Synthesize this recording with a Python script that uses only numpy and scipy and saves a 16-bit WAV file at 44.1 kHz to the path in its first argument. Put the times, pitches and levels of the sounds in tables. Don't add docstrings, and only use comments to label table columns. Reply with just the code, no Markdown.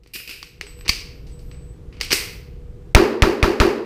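import sys
import numpy as np
from scipy import signal
from scipy.fft import rfft, irfft, next_fast_len
from scipy.io import wavfile
from scipy.ndimage import map_coordinates

SR = 44100
rng = np.random.default_rng(int(sys.argv[2]) if len(sys.argv) > 2 else 0)


def int16_out(signal):
    q = np.round(np.clip(np.atleast_2d(signal).T, -1, 1) * 32767)
    wavfile.write(sys.argv[1], SR, q.astype(np.int16))


N = 169785

# [t/s, rumble level/dB, air rush level/dB]
BACKGROUND_LEVELS = [(0, -51.5, -62.5), (.3, -52.5, -66.5), (.6, -43.5, -57.5), (1, -39, -51),
                     (1.5, -36.5, -50.5), (2.1, -36, -50.5), (2.7, -36.5, -51.5), (2.93, -36, -50.5),
                     (2.97, -70, -99.5), (3.85, -61, -48)]
# [f/Hz, relative level/dB]
RUMBLE_SPECTRUM = [(12, -30.5), (20, 0.5), (59, 2), (92, -10), (124, -7), (169, -10), (260, -32.5),
                   (340, -58.5), (570, -120)]
AIR_SPECTRUM = [(140, -37.5), (230, -5), (344, -5), (488, -5), (523, -14.5), (838, -22), (1320, -25),
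                (1490, -26.5), (7450, -39.5), (8280, -39), (8720, -42.5), (15000, -47)]
# [f/Hz, level over the air rush/dB]
FAN_LINES = [(123.8, -3), (403.7, -15.5), (484.5, -3.5)]
FAN_WAVER_RATE, FAN_WAVER = 4, .25

# [t/s, lower mode level/dB, upper mode level/dB]
CASE_LEVELS = [(0, -96, -92), (.1, -90, -88), (.43, -78, -80), (.49, -67, -60), (.54, -76, -74),
               (.645, -88, -83), (.67, -48, -69), (.72, -50.5, -60), (.82, -56, -64), (.87, -79, -77.5),
               (1.24, -93, -73.5), (1.334, -59, -81), (1.44, -76, -72), (1.528, -56, -77),
               (1.7, -65.5, -75), (1.85, -89, -100)]
# [f/Hz], lower and upper
CASE_MODES_HZ = [7994, 11950]
CASE_WAVER_RATE, CASE_WAVER = 30, .5

# [t/s, level/dB, t60/s, tilt/dB per octave, room level relative to the contact/dB]
MAGAZINE_BOUNCES = [(.136, -32.5, 0.13, 4.5, 3), (.143, -28, .03, 5.5, 3), (.152, -30, 0.063, -.5, 3),
                    (.159, -23, 0.026, -0.5, -3), (.200, -34, .03, -4.5, 1), (.276, -29.5, 0.031, 0, 2),
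                    (.293, -27.5, .025, -.5, 2), (.299, -28, .02, -.5, 2.5), (.310, -29.5, .03, -.5, 4)]
# [f/Hz, relative level/dB]
MAGAZINE_SPECTRUM = [(150, -12.5), (380, -8), (800, -26), (1500, -14.5), (2100, -9), (2500, 2),
                     (2850, -0.5), (3300, -12), (4300, -8), (4900, -3), (6200, -18.5), (11000, -21.5),
                     (13500, -14), (15000, -20.5)]
# [f/Hz, relative level/dB, t60/s]
MAGAZINE_MODES = [(2500, -1, 0.47), (2778, -9.5, 0.471), (4775, -9, .45), (5190, -10, .4)]
MAGAZINE_RING_DB = -12.5

# [t/s, level/dB, t60/s, tilt/dB per octave, room level relative to the contact/dB]
GUN_CLICKS = [(.035, -48.5, .01, 3, -1), (.039, -57, .02, 4, -2), (.0615, -41.5, 0.01, -6, -1),
              (.074, -48, 0.023, 7, -5), (.4285, -26.5, 0.019, 0.5, -3), (.6112, -19, .012, -0.5, -7.5),
              (.6124, -21, 0.0075, -2, -4), (.6175, -40, .015, 5, -7.5), (.667, -36.5, .02, -3, 0),
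              (.790, -46, 0.032, -4.5, -10.5), (.810, -34.5, 0.013, -4.5, -1), (.850, -44.5, 0.1, -3, -1.5),
              (.8566, -37.5, .03, -2, 0), (.8615, -31.5, 0.035, -6.5, 1), (.880, -18.5, 0.028, 2, 6.5),
              (1.268, -48.5, .03, 2.5, 6.5), (1.392, -50, 0.033, 5, 4), (1.514, -40, 0.024, -3, -1),
              (1.545, -48.5, .03, -4.5, -4), (1.926, -46.5, .04, -4, 5.5), (1.968, -46.5, .04, -5.5, 3.5),
              (2.003, -30.5, .015, -0.5, -16), (2.0116, -11, 0.016, 1, -3.5), (2.018, -23, 0.017, 3, -1.5),
              (2.033, -29.5, 0.031, 2.5, -2.5), (2.047, -30, 0.028, 12, -9.5),
              (2.106, -20, 0.095, -0.5, -4), (2.113, -16, .012, -1, 1), (2.1178, -11.5, 0.043, 1, -22),
              (2.1265, -9.5, 0.036, 7, -1.5), (2.1295, -5.5, 0.015, -2, -1), (2.132, -12.5, 0.033, 10, 1.5)]
MAGAZINE_SEATING = [(0.8927, -3, .016, 0, -11.5), (0.8944, -3, 0.017, 0, -10.5),
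                    (.8995, -15.5, .02, 0.92, -5)]
# [f/Hz, relative level/dB]
STEEL_SPECTRUM = [(100, -18), (250, -1.5), (400, 3), (600, -10), (1200, -4.5), (1700, -2.5), (2250, 4.5),
                  (2900, 4), (3500, -3.5), (4700, 5), (5800, -2), (7000, -13.5), (8300, -12.5),
                  (10500, -22), (12500, -20), (15000, -22)]
GRIP_SPECTRUM = [(60, -0.5), (250, -13), (600, -30), (1150, -11.5), (1550, -33.5), (2200, -2.5),
                 (2750, -4.5), (3400, -14), (4100, -8.5), (4600, 3), (5300, -3), (6200, -11.5),
                 (7000, -21.5), (10500, -29.5), (15000, -23)]
# [f/Hz, relative level/dB, t60/s]
FRAME_MODES = [(1803, 18, 0.11), (2218, -12, 0.49), (3580, -7, 0.36), (3957, -1, 0.36), (4414, -15.5, 0.36),
               (5184, -7, 0.26), (7790, -17, 0.99)]
SLIDE_MODES = [(2030, -4.5, .6), (2160, -1.5, 0.53), (2545, -7, 0.52), (4587, -12, .25), (6718, -5, .25),
               (9700, -14, .3)]
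FRAME_RING_DB = -44.5
SLIDE_SHUT_S, SLIDE_RING_DB = 2.13, -28.5
# [t/s, level/dB, f/Hz, t60/s]
HAND_KNOCKS = [(.4285, -34.5, 1150, 0.021), (.634, -37.5, 410, .15), (.8928, -24.5, 70, 0.081),
               (2.1295, -22, 391, 0.078)]

# [f/Hz, relative level/dB, t60/s]
SMALL_SOUND_ROOM = [(100, -17, 0.47), (400, -2, .9), (1000, -2, 0.67), (2400, 2.5, 0.57), (5230, 1, 0.5),
                    (9000, 8.5, 0.41), (15000, 0.5, 0.55)]
ROOM_RISE_S = 0.0027
BOUNCE_S, BOUNCE_DB = .0062, -19
CLUSTER_DB, CLUSTER_RATE = 1, 250

# [t/s, level/dB, extra pressure wave level/dB, extra crack level/dB]
SHOTS = [(2.9498, 3.5, 1.5, 13), (3.2226, -0.5, -1, 5), (3.4288, -1.5, -3, 1.5), (3.6018, 0.5, -4, -0.5)]
# [f/Hz, relative level/dB]
CRACK_SPECTRUM = [(200, 4.5), (1200, -6), (2400, 3.5), (3600, -7), (5500, -10.5), (8000, -19), (15000, -38)]
CRACK_DB, CRACK_WIDTH_S = -3.5, 0.00054
CRACK_ECHO_S, CRACK_ECHO_DB = 0.0043, -9
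PUSH_DB, PUSH_AT_S, PUSH_WIDTH_S = 1.5, .0036, .0014
SUCTION_DB, SUCTION_AT_S, SUCTION_RISE_S = -3.5, .0066, .0033
# [f/Hz, relative level/dB, t60/s]
HALL_TAIL = [(30, -15.5, 0.32), (110, -7.5, .9), (179, -12.5, 0.54), (218, 0.5, 0.68), (254, -4.5, 0.76),
             (297, 0.5, 1.1), (358, -2, 1.33), (459, 1, 1.1), (534, -8.5, 1.5), (560, -5, 1),
             (700, -6, 0.55), (1010, -7, 0.76), (1390, -8, 0.61), (2690, -12, 0.53), (3500, -23, 0.57),
             (4660, -16.5, 0.52), (6600, -26.5, 0.44), (9900, -33, 0.42), (15000, -32, 0.39)]
NEAR_SCATTER = [(60, 1, 0.096), (156, -0.5, 0.2), (250, 2, .15), (504, -13.5, 0.29), (895, 5.5, 0.05),
                (1390, 6, 0.096), (2630, -9.5, 0.095), (5000, -17, 0.22), (8750, -32, 0.041),
                (15000, -39, 0.075)]
HALL_DB, HALL_RISE_S = -15.5, 0.002
SCATTER_DB, SCATTER_AT_S = -12.5, 0.011
# [f/Hz, level relative to the shot/dB, t60/s]
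STANDING_WAVES = [(229.7, -26.5, 0.97), (342.3, -22.5, 0.74), (365.45, -21.5, 0.95), (404.3, -20.5, 0.74)]
STANDING_RISE_S = .03
# [delay t/s, level relative to the shot/dB]
WALL_ECHOES = [(0.0301, -13), (0.0525, -9), (.0739, -7.5), (0.107, -40)]
ECHO_HZ, ECHO_WIDTH_S = 367.4, 0.0017
ECHO_WAVE_DB = -20
FLOOR_LAG_S, FLOOR_LOSS_DB = .0054, 2.5

CLIP_TOP, CLIP_HARDNESS = 1, 2.8
LOW_CUT_HZ, TOP_HZ = 8, 15350


def amp(db):
    return 10 ** (np.asarray(db) / 20)


def unit(x):
    return x / np.sqrt(np.mean(x ** 2) + 1e-20)


def clock():
    return np.arange(N) / SR


def along(points, hz):
    f, values = np.transpose(points)
    return np.interp(np.log(hz + 1), np.log(f + 1), values)


def bell(t, width):
    return np.exp(-.5 * (t / width) ** 2)


def add(track, s, x):
    i = int(round(s * SR))
    track[i:i + len(x)] += x[:N - i]


def wobble(rate, size):
    knots = rng.standard_normal(int(size * rate / SR) + 4)
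    return map_coordinates(knots, [np.arange(size) * rate / SR])


def noise(spectrum):
    size = next_fast_len(N)
    gain = amp(along(spectrum, np.fft.rfftfreq(size, 1 / SR)))
    return unit(irfft(rfft(rng.standard_normal(size)) * gain, size)[:N])


def tone(hz, rate, waver):
    phase = 2 * np.pi * hz * clock()
    in_phase = (1 + waver * wobble(rate, N)) * np.sin(phase)
    quadrature = waver * wobble(rate, N) * np.cos(phase)
    return unit(in_phase + quadrature)


def burst(envelope, count=6):
    x = rng.standard_normal(len(envelope)) * envelope
    for _ in range(count):
        flat = irfft(np.exp(1j * np.angle(rfft(x))))
        x = np.sign(flat) * envelope
    return x


def ring(modes):
    t = np.arange(SR) / SR
    return sum(amp(db - 60 * t / t60) * np.sin(2 * np.pi * hz * t) for hz, db, t60 in modes)


def body(spectrum, tilt=0, size=2048):
    hz = np.fft.rfftfreq(size, 1 / SR)
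    level = along(spectrum, hz) + tilt * np.log2(np.maximum(hz, size / 2))
    cepstrum = irfft(np.log(amp(level)))
    cepstrum[1:size // 2] *= 2
    cepstrum[size // 2:] = 0
    response = irfft(np.exp(rfft(cepstrum)))
    return response / np.linalg.norm(response)


def tail(table, size=512):
    table = np.array(table)
    white = irfft(np.exp(2j * np.pi * rng.random(SR // 2 + 1)))
    clusters = unit(white * amp(CLUSTER_DB * wobble(CLUSTER_RATE, SR)))
    hz, t, bins = signal.stft(clusters, SR, nperseg=size)
    t60 = along(table[:, ::2], hz)[:, None]
    fading = signal.istft(bins * amp(-60 * t / t60), SR, nperseg=size)[1]
    return signal.fftconvolve(fading, body(table[:, :2]))[:SR]


def contacts(rows, spectrum, size=4096):
    out, t = np.zeros(N), np.arange(SR) / SR
    for s, db, t60, tilt, room_db in rows:
        rattle = burst(amp(-60 * t[:size] / t60))
        room = tail(SMALL_SOUND_ROOM) * (1 - np.exp(-t / ROOM_RISE_S))
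        paths = amp(room_db) * room * np.linalg.norm(rattle) / np.linalg.norm(room)
        add(paths, 0, rattle)
        add(paths, BOUNCE_S, amp(BOUNCE_DB) * rattle)
        add(out, s, amp(db) * signal.fftconvolve(paths, body(spectrum, tilt)))
    return out


def ventilation():
    s, *levels = np.transpose(BACKGROUND_LEVELS)
    rumble_gain, air_gain = [amp(np.interp(clock(), s, db)) for db in levels]
    fan = sum(amp(db) * tone(hz, FAN_WAVER_RATE, FAN_WAVER) for hz, db in FAN_LINES)
    return rumble_gain * noise(RUMBLE_SPECTRUM) + air_gain * (noise(AIR_SPECTRUM) + fan)


def spent_case():
    s, *levels = np.transpose(CASE_LEVELS)
    out = np.zeros(N)
    for hz, db in zip(CASE_MODES_HZ, levels):
        out += amp(np.interp(clock(), s, db)) * tone(hz, CASE_WAVER_RATE, CASE_WAVER)
    return out


def dropped_magazine():
    out = contacts(MAGAZINE_BOUNCES, MAGAZINE_SPECTRUM)
    box = ring(MAGAZINE_MODES)
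    for s, db, *_ in MAGAZINE_BOUNCES:
        add(out, s, amp(db + MAGAZINE_RING_DB) * box)
    return out


def reloading():
    out = contacts(GUN_CLICKS, STEEL_SPECTRUM) + contacts(MAGAZINE_SEATING, GRIP_SPECTRUM)
    seated_s = MAGAZINE_SEATING[0][0]
    add(out, seated_s, amp(FRAME_RING_DB) * ring(FRAME_MODES))
    add(out, SLIDE_SHUT_S, amp(SLIDE_RING_DB) * ring(SLIDE_MODES))
    for s, db, hz, t60 in HAND_KNOCKS:
        add(out, s, ring([(hz, db, t60)]))
    return out


def pressure_wave(t):
    u = np.maximum(t - SUCTION_AT_S, 0) / SUCTION_RISE_S
    push = amp(PUSH_DB) * bell(t - PUSH_AT_S, PUSH_WIDTH_S)
    return push - amp(SUCTION_DB) * u * np.exp(1 - u)


def hall_answer(t, lead, wave):
    age = np.maximum(t, 0)
    hall = amp(HALL_DB) * tail(HALL_TAIL) * (1 - np.exp(-age / HALL_RISE_S))
    scatter_start = int((SCATTER_AT_S + lead) * SR)
    hall += amp(SCATTER_DB) * np.pad(tail(NEAR_SCATTER), (scatter_start, 0))[:SR]
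    for hz, db, t60 in STANDING_WAVES:
        swell = 1 - np.exp(-age / STANDING_RISE_S)
        hall += amp(db - 60 * age / t60) * swell * np.sin(2 * np.pi * hz * age)
    for delay, db in WALL_ECHOES:
        hall += amp(db + ECHO_WAVE_DB) * np.interp(t - delay, t, wave)
        for lag, loss in ((0, 0), (FLOOR_LAG_S, FLOOR_LOSS_DB)):
            u = t - delay - lag
            hall += amp(db - loss) * bell(u, ECHO_WIDTH_S) * np.cos(2 * np.pi * ECHO_HZ * u)
    return hall


def shots():
    lead = .003
    t = np.arange(SR) / SR - lead
    wave = pressure_wave(t)
    hall = hall_answer(t, lead, wave)
    gate = bell(t, CRACK_WIDTH_S) + amp(CRACK_ECHO_DB) * bell(t - CRACK_ECHO_S, CRACK_WIDTH_S)
    gate_rms = np.sqrt(np.mean(gate ** 2))
    out = np.zeros(N)
    for s, db, wave_db, crack_db in SHOTS:
        crack = unit(noise(CRACK_SPECTRUM)[:SR] * gate) * gate_rms
        blast = amp(wave_db) * wave + amp(CRACK_DB + crack_db) * crack
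        add(out, s - lead, amp(db) * (hall + blast))
    return out


def scene():
    mono = ventilation() + spent_case() + dropped_magazine() + reloading() + shots()
    return np.array([mono, mono])


def record(dry):
    x = signal.lfilter(*signal.butter(1, LOW_CUT_HZ, "high", fs=SR), dry)
    x = x / (1 + np.abs(x / CLIP_TOP) ** CLIP_HARDNESS) ** (1 / CLIP_HARDNESS)
    low_pass = signal.firwin(301, TOP_HZ, fs=SR, window="blackman")
    return signal.fftconvolve(x, low_pass[None], mode="same", axes=1)


dry = scene()
out = record(dry)
int16_out(out)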